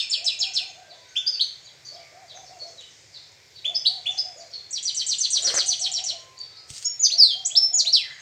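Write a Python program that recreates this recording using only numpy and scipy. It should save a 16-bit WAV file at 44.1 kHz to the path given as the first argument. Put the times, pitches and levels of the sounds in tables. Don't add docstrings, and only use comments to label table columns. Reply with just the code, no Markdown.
import sys
import numpy as np
from scipy import signal
from scipy.io import wavfile
from scipy.ndimage import uniform_filter1d

SR = 44100
rng = np.random.default_rng(int(sys.argv[2]) if len(sys.argv) > 2 else 0)


def field_ratio(decibels):
    return 10 ** (np.asarray(decibels, dtype=float) / 20)


def int16_out(signal):
    q = np.round(np.clip(np.atleast_2d(signal).T, -1, 1) * 32767)
    wavfile.write(sys.argv[1], SR, q.astype(np.int16))


N = 362061
LEAD = SR // 4

# (time from onset [s], pitch [Hz], level [dB])
TEW = [(.013, 5450, -16.5), (.02, 5290, -2), (.027, 5256, -3), (.033, 4350, 1), (.042, 3550, -5),
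       (.055, 2950, -13.5), (.075, 2520, -19), (.118, 2360, -34)]
TREE = [(.02, 6610, -7), (.03, 5950, -3), (.043, 5800, -14), (.05, 4892, -3), (.059, 4300, -4),
        (.066, 4144, -12.5), (.074, 3350, -7), (.082, 3002, -21.5), (.092, 2224, -33)]
FLICK = [(0, 6200, -16), (.004, 6870, -2), (.012, 9000, -18.5), (.02, 6740, -10)]
TIT = [(0, 2177, -23), (.006, 2908, -10.5), (.013, 3454, 0), (.026, 3540, -5.5), (.045, 3537, -15.5)]
WIT = [(0, 4300, -28), (.006, 4800, -12), (.014, 5250, -5), (.022, 5150, -8), (.034, 4850, -22)]
TWIK = [(0, 2764, -43), (.007, 3030, -12.5), (.016, 3957, -3), (.024, 4400, 1.5), (.034, 4050, -53)]
# (onset [s], level [dB], pitch factor [1])
TIT_CALLS = [
    (1.154, -18.5, 1.0),
    (3.643, -18.5, 0.99),
    (4.055, -19, 0.99),
]
WIT_CALLS = [
    (1.262, -11.5, 0.98),
    (3.743, -11.5, 0.99),
    (4.174, -13, 0.98),
]
TWIK_CALLS = [
    (1.389, -14.5, 1.0),
    (3.846, -13, 1.0),
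]
TEW_TRILL = dict(start=-.196, gap=.146, count=6, top_db=-17.5, crest=0, swell_db=0, fade_db=0.61, sag=.001)
TREE_TRILL = dict(start=4.706, gap=.119, count=9, top_db=-16, crest=5.28, swell_db=1.37, fade_db=0.3, sag=-.004)
TREE_CODA = dict(start=5.791, gap=.1225, count=3, top_db=-19.5, crest=0, swell_db=0, fade_db=1.8, sag=0.0091)
TREE_PITCH, CODA_PITCH = 0.96, 0.94

# (frequency [Hz], level [dB per Hz])
TOWN_SPECTRUM = [(30, -32.5), (60, -9), (125, 3.5), (220, -20.5), (400, -7), (630, -6.5), (1200, -14.5),
                 (2200, -4.5), (3200, -15.5), (4500, -6.5), (6300, -6.5), (8500, -26.5), (11000, -18),
                 (16000, -15.5)]
TOWN_DB = -55

AIR_DB, AIR_FOLLOW_DB, AIR_WING_DB, AIR_SMEAR_S = -77.5, -62, -25, .03
FACING_S, FACING_DB, FACING_FOLLOW_DB = 6.69, 1.5, 9

# (time [s], level [dB])
CHORUS = [
    (0, -83),
    (1, -51),
    (2, -67),
    (2.599, -50),
    (3.299, -76),
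    (4.2, -46),
    (6.301, -51.5),
    (8.21, -49),
]
# (start [s], first pitch [Hz], level [dB])
FALLING_CHIRPS = [(.883, 4900, -48.5), (1.639, 4860, -49.5), (1.933, 4060, -56), (2.275, 4690, -45),
                  (2.431, 6270, -49.5), (2.764, 4360, -44.5), (2.88, 7300, -60), (3.122, 5080, -43),
                  (3.54, 4940, -47), (4.092, 7500, -48), (8.031, 2293, -47.5), (8.149, 2230, -52)]
# (start [s], first pitch [Hz], level [dB])
RISING_CHIRPS = [(1.149, 4800, -40), (1.341, 2510, -47), (1.842, 5490, -45), (1.919, 4370, -47),
                 (2.657, 4790, -51), (3.207, 4260, -52), (3.644, 5180, -52.5), (6.553, 4080, -43.5),
                 (8.091, 1743, -45)]
FALL_S, FALL_BEND, RISE_S, RISE_BEND = .055, (.83, .67), 0.023, (1.14, 1.25)
# (start [s], length [s], pitch [Hz], level [dB])
PIPS = [(0.659, 0.053, 6510, -50.5), (1.259, 0.026, 6250, -39), (1.319, 0.037, 4530, -30.5),
        (1.409, .037, 6220, -45), (1.616, 0.042, 6720, -54), (1.843, 0.066, 4550, -39.5),
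        (1.97, 0.092, 2280, -58), (2.342, 0.027, 6270, -46), (2.586, 0.047, 4413, -39.5),
        (3.741, 0.018, 6130, -39), (4.163, 0.017, 6200, -39), (4.52, 0.02, 4500, -32),
        (6.364, 0.015, 4463, -46.5), (6.389, 0.025, 4530, -35), (6.51, 0.024, 3780, -54),
        (6.734, .065, 6650, -59), (8.099, 0.054, 6756, -57)]
PIP_SAG = .02
# (start [s], length [s], pitch [Hz], level [dB])
THIN_WHISTLES = [(0.443, .21, 1520, -64.5), (.742, 0.17, 1581, -61), (1.03, 0.34, 1520, -63),
                 (0.899, 0.18, 990, -65), (1.75, .48, 1188, -71.5), (6.094, 0.36, 1041, -64.5),
                 (6.405, .35, 1293, -70.5)]

# (time from onset [s], length [s], top [Hz], end [Hz], level [dB])
COO_PHRASE = [
    (0, .12, 704, 614, 1.5),
    (.205, .15, 760, 670, 0),
    (.405, .14, 765, 667, 1),
    (.575, .1, 750, 630, 1.5),
    (.705, .09, 691, 600, 2.5),
    (.81, .095, 568, 466, -12),
]
# (onset [s], level [dB])
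COO_TIMES = [
    (.172, -57),
    (1.91, -54),
    (3.652, -54.5),
    (5.385, -55),
    (7.115, -58),
]
COO_START = 0.77

# (start [s], attack [s], hold [s], level [dB], brightness [dB])
WINGS = [
    (5.334, 0.2, 0.042, -39, -1.5),
    (6.673, .025, .13, -65, 21.5),
]
# (centre [Hz], width [Hz], level [dB], share of brightness [1])
FEATHER_BANDS = [
    (486, 167, -4, -0.88),
    (1670, 710, -2, -0.19),
    (8600, 10400, 2, 0.94),
]
WING_RELEASE_S, WING_DEPTH_DB = 0.083, -30
# (time [s], peak [dB], centre [Hz], ring [s])
FOOT_TICKS = [(1.858, -48, 6500, 0.0045), (2.374, -32, 1800, 0.003), (2.589, -38, 6400, 0.0047),
              (2.81, -37, 6920, 0.0063), (3.319, -45, 6920, 0.0067), (5.36, -34, 990, 0.004),
              (5.475, -32, 530.2, 0.019), (5.513, -28, 1660, 0.0032), (5.542, -21.5, 670, 0.0051),
              (5.588, -23, 1610, 0.01), (6.39, -30, 6800, 0.0039), (6.705, -39, 110, 0.035)]

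# (time from onset [s], pitch [Hz], level [dB])
CASCADE = [(0, 6720, -20), (.012, 6874, -4), (.031, 6780, -12.5), (.041, 6110, -3), (.052, 6010, -0.5),
           (.057, 4940, -3), (.066, 4580, 1.5), (.075, 3700, -11), (.088, 3190, -33)]
GLIDE = [(0, 5830, -31.5), (.017, 5290, -4.5), (.042, 4730, -1), (.077, 4143, -8), (.117, 3590, -22.5),
         (.147, 3250, -14.5), (.177, 3150, -20), (.192, 3220, -46)]
SWOOP = [(0, 5780, -16.5), (.01, 5300, -0.5), (.023, 4500, -1), (.043, 3494, -6), (.068, 2700, -21),
         (.108, 2030, -35), (.158, 1660, -40)]
RISE = [(0, 2290, -27), (.013, 3510, -14), (.029, 4250, 0), (.046, 4600, -10), (.065, 4900, -18)]
# (shape, onset [s], level [dB], pitch factor [1], pitch wobble [share])
SHAPED = [
    (CASCADE, 6.993, -15.5, 1.0, .016),
    (RISE, 7.098, -18, 1.0, .02),
    (GLIDE, 7.173, -8.5, 1.0, .005),
    (CASCADE, 7.737, -17.5, 0.99, .016),
    (RISE, 7.848, -17.5, .96, .015),
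    (SWOOP, 7.924, -12.5, 1.0, .01),
]
# (onset [s], length [s], first pitch [Hz], held pitch [Hz], level [dB])
SLURS = [
    (6.842, 0.075, 4760, 5456, -27.5),
    (6.846, 0.045, 6200, 6735, -24.5),
    (7.449, 0.027, 5610, 8040, -12.5),
    (7.45, 0.037, 4600, 5970, -35),
    (7.501, 0.029, 2290, 3350, -33),
    (7.551, .058, 3200, 5355, -11),
    (7.611, 0.081, 5320, 5327, -20.5),
    (7.73, .045, 6790, 6900, -22),
    (7.785, 0.014, 7930, 6300, -22),
]
SLIDE_HZ_PER_S, SETTLE_S, RELEASE_SHARE, ATTACK_DB, RELEASE_DB = 110000, .008, 0.39, -14, -17

MIC_HZ, MIC_TOP_DB = 8755, -26


def band(x, hz, width):
    edges = [max(hz - width / 2, 15), min(hz + width / 2, .45 * SR)]
    y = signal.sosfilt(signal.butter(2, edges, "band", fs=SR, output="sos"), x)
    return y / np.sqrt(np.mean(y ** 2))


def high_pass(x, hz, order=2):
    return signal.sosfilt(signal.butter(order, hz, "high", fs=SR, output="sos"), x)


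def walk(rate, size=N):
    k = int(SR / rate)
    held = np.repeat(rng.standard_normal(size // k + 1), k)
    return 1.094 * uniform_filter1d(uniform_filter1d(held, k), k)[:size]


def add(out, t, x):
    i = int(t * SR) + LEAD
    out[i:i + len(x)] += x[:len(out) - i]


def whistle(s, hz, db, second_db, third_db, rough_db, wobble, breath_db):
    t = np.arange(s[0], s[-1], 1 / SR)
    since = t - s[0]
    coarse = rng.standard_normal((2, 200))
    tremble, flutter = (np.interp(since * 350, np.arange(200), row) for row in coarse)
    pitch = uniform_filter1d(np.interp(t, s, hz), size=88, mode="nearest")
    speed = np.minimum(np.abs(np.gradient(pitch)) * SR / 40000, 1.5)
    pitch = pitch * (1 + (wobble + 0.01604 * speed) * tremble)
    phase = 2 * np.pi * np.cumsum(pitch) / SR
    tone = np.sin(phase) + field_ratio(second_db) * np.sin(2 * phase) + field_ratio(third_db) * np.sin(3 * phase)
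    breath = np.interp(since * 2200, np.arange(1200), rng.standard_normal(1200))
    tone = tone * (1 + field_ratio(breath_db + 3.8 * speed) * breath)
    edges = np.minimum(np.minimum(since, s[-1] - t) / 0.0018, 1)
    return np.sqrt(2) * tone * edges * field_ratio(np.interp(t, s, db) + rough_db * flutter)


def stroke(length, first_hz, middle_hz, last_hz, db, edge_db, rough_db, wobble):
    u = np.linspace(0, 1, num=9)
    hz = first_hz * (1 - u) * (1 - 2 * u) + 4 * middle_hz * u * (1 - u) + last_hz * u * (2 * u - 1)
    fade_db = edge_db * np.abs(2 * u - 1) ** 3
    return whistle(u * length, hz, db + fade_db, -53, -67, rough_db, wobble, breath_db=-13.5)


def yard(x, direct_db, early_db, early_s, low_s, high_s, rise_s=0.0073):
    t = np.arange(SR * 3 // 4) / SR
    noise = rng.standard_normal((3, len(t))) * np.minimum(t / rise_s, 1)
    low = signal.lfilter(*signal.butter(2, 3000, fs=SR), noise[0])
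    high = noise[0] - low
    tail = low * field_ratio(-60 * t / low_s) + high * field_ratio(-60 * t / high_s)
    early = noise[1] * field_ratio(3.0 * noise[2]) * field_ratio(-60 * t / early_s)
    response = tail / np.linalg.norm(tail) + field_ratio(early_db) * early / np.linalg.norm(early)
    response[0] = field_ratio(direct_db)
    return signal.fftconvolve(x, response)[LEAD:LEAD + N]


def trill(start, gap, count, top_db, crest, swell_db, fade_db, sag, pitch=1):
    k = np.arange(count)
    level_db = top_db - swell_db * np.maximum(crest - k, 0) - fade_db * np.maximum(k - crest, 0)
    return np.transpose([start + gap * k, level_db, pitch - sag * k])


def finch():
    out = np.zeros(N + LEAD)
    tews = trill(**TEW_TRILL)
    trees = np.vstack([trill(**TREE_TRILL, pitch=TREE_PITCH), trill(**TREE_CODA, pitch=CODA_PITCH)])
    # (shape, when, pitch wobble [share], second overtone [dB], unsteadiness [dB], breath [dB])
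    voices = (
        (FLICK, tews + [0, -5, -.04], .04, -30, 3, -12),
        (TEW, tews, .012, -30, 3, -22),
        (FLICK, trees + [0, -2, .04], .025, -30, 3, -12),
        (TREE, trees, .011, -24, 2.5, -17),
        (TIT, TIT_CALLS, .003, -26, 1.5, -36),
        (WIT, WIT_CALLS, .012, -26, 3.5, -30),
        (TWIK, TWIK_CALLS, .012, -30, 3.5, -30))
    for shape, sung, wobble, second_db, rough_db, breath_db in voices:
        s, hz, db = np.transpose(shape)
        for t, level_db, factor in sung:
            note = whistle(s, hz * factor, db + level_db, second_db, -23, rough_db, wobble, breath_db)
            add(out, t + s[0], note)
    return out


def town():
    out, swell = 0, walk(1.0)
    where, db = np.transpose(TOWN_SPECTRUM)
    for hz in 45 * 2 ** np.arange(0, 8.1, .4):
        level_db = np.interp(np.log(hz), np.log(where), db) + 10 * np.log10(hz)
        level_db = level_db + 0.33 * swell + 2.0 * walk(6.0)
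        out = out + field_ratio(level_db) * band(rng.standard_normal(N), hz, hz / 3.78)
    return out * field_ratio(TOWN_DB) / np.sqrt(np.mean(out ** 2))


def effort_db(start, attack, hold):
    s = start + np.cumsum([0, attack, hold, WING_RELEASE_S])
    levels_db = [WING_DEPTH_DB, 0, 0, WING_DEPTH_DB]
    return np.interp(np.arange(N) / SR, s, levels_db, left=-np.inf, right=-np.inf)


def air(sound):
    loud = np.sqrt(uniform_filter1d(sound ** 2, int(AIR_SMEAR_S * SR)) + 1e-12)
    facing = np.arange(N) / SR > FACING_S
    gain = field_ratio(AIR_DB + FACING_DB * facing) + field_ratio(AIR_FOLLOW_DB + FACING_FOLLOW_DB * facing) * loud
    for start, attack, hold, level_db, bright_db in WINGS:
        gain = gain + field_ratio(AIR_WING_DB + level_db + bright_db + effort_db(start, attack, hold) / 2)
    return gain * field_ratio(1.7 * walk(5.1)) * band(rng.standard_normal(N), 12500, 6000)


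def neighbours():
    out = np.zeros(N + LEAD)
    arcs = [(t, FALL_S, hz, hz * FALL_BEND[0], hz * FALL_BEND[1], db, .035) for t, hz, db in FALLING_CHIRPS]
    arcs += [(t, RISE_S, hz, hz * RISE_BEND[0], hz * RISE_BEND[1], db, .04) for t, hz, db in RISING_CHIRPS]
    arcs += [(t, length, hz * (1 + PIP_SAG), hz, hz * (1 - PIP_SAG), db, .024) for t, length, hz, db in PIPS]
    arcs += [(t, length, hz, hz, hz, db - 3, .009) for t, length, hz, db in THIN_WHISTLES]
    for t, *arc, wobble in arcs:
        add(out, t, stroke(*arc, edge_db=-10, rough_db=4.5, wobble=wobble))
    s, chorus_db = np.transpose(CHORUS)
    for u, pitch, bend, size in rng.random((200, 4)):
        t = u * N / SR
        hz = 3000 * 2 ** (1.3 * pitch)
        middle_hz, last_hz = hz * (.95 + .1 * bend), hz * (0.63 + 0.341 * bend)
        db = np.interp(t, s, chorus_db) - 8 - 6 * size
        add(out, t, stroke(.04, hz, middle_hz, last_hz, db, edge_db=-0.5, rough_db=6.5, wobble=0.0301))
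    return out


def dove():
    out = np.zeros(N + LEAD)
    for start, level_db in COO_TIMES:
        for t, length, top_hz, end_hz, db in COO_PHRASE:
            coo = stroke(length, COO_START * top_hz, top_hz, end_hz, db + level_db,
                         edge_db=-4, rough_db=3, wobble=.03)
            add(out, start + t, coo)
    return out


def cage():
    out = np.zeros(N + LEAD)
    spikes_db = 3.17 * np.minimum(rng.exponential(size=N // 40 + 1), 4.5) - 8
    beat_db = 3.9 * walk(90) + np.repeat(spikes_db, 40)[:N]
    for start, attack, hold, level_db, bright_db in WINGS:
        burst_db = beat_db + level_db + effort_db(start, attack, hold)
        for hz, width, db, share in FEATHER_BANDS:
            gain = field_ratio(burst_db + db + share * bright_db)
            add(out, 0, gain * band(rng.standard_normal(N), hz, width))
    out = high_pass(out, 280)
    ring = np.arange(SR // 5) / SR
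    for start, db, hz, ring_s in FOOT_TICKS:
        strike = np.minimum(ring / 0.00046, 1)
        add(out, start, field_ratio(db - 60 * ring / ring_s) * strike * np.sin(2 * np.pi * hz * ring))
    return out


def slur(length, first_hz, held_hz, db):
    s = np.linspace(0, length, num=24)
    slide_s = SETTLE_S + abs(held_hz - first_hz) / SLIDE_HZ_PER_S
    slide = np.minimum(s / slide_s, 1)
    hz = first_hz + (held_hz - first_hz) * np.sin(np.pi / 2 * slide)
    release = np.maximum(1 - (1 - s / length) / RELEASE_SHARE, 0)
    return s, hz, db + ATTACK_DB * (1 - slide) + RELEASE_DB * release


def flourish():
    out = np.zeros(N + LEAD)
    notes = []
    for shape, t, level_db, factor, wobble in SHAPED:
        s, hz, db = np.transpose(shape)
        notes.append((t, s, hz * factor, db + level_db, wobble))
    notes += [(t, *slur(*note), .004) for t, *note in SLURS]
    for t, s, hz, db, wobble in notes:
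        add(out, t, whistle(s, hz, db, second_db=-28.5, third_db=-21, rough_db=2.6, wobble=wobble,
                            breath_db=-29.5))
    return out


def scene():
    near = field_ratio(-4.5) * yard(finch(), direct_db=-0.5, early_db=1.5, early_s=0.074, low_s=0.6, high_s=0.43)
    far = field_ratio(0.5) * yard(neighbours(), direct_db=-27, early_db=-6.0, early_s=0.091, low_s=0.66,
                          high_s=0.53, rise_s=0.0064)
    across = field_ratio(-1.5) * yard(dove(), direct_db=1.0, early_db=-3.0, early_s=0.096, low_s=0.46, high_s=0.55)
    hops = field_ratio(-3) * yard(cage(), direct_db=7.5, early_db=-0.5, early_s=0.03, low_s=0.24, high_s=0.22)
    facing = field_ratio(-7) * yard(flourish(), direct_db=6, early_db=2.5, early_s=.09, low_s=.55, high_s=.38)
    return (near + far + across + hops + facing)[None] + town()


def band_limit(x):
    return signal.sosfilt(signal.butter(12, 15830, fs=SR, output="sos"), x)


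def record(dry):
    bent = high_pass(dry ** 2, 9500, order=6)
    rounded = high_pass(np.tanh(1.096 * dry) / 0.95, 45)
    low = signal.sosfiltfilt(signal.cheby1(8, .2, MIC_HZ, fs=SR, output="sos"), rounded)
    shelf = field_ratio(MIC_TOP_DB) * (rounded - low)
    mix = low + shelf + field_ratio(-26.5) * bent + air(rounded)
    return band_limit(np.clip(mix, -.97, .97))


dry = scene()
out = record(dry)
int16_out(out)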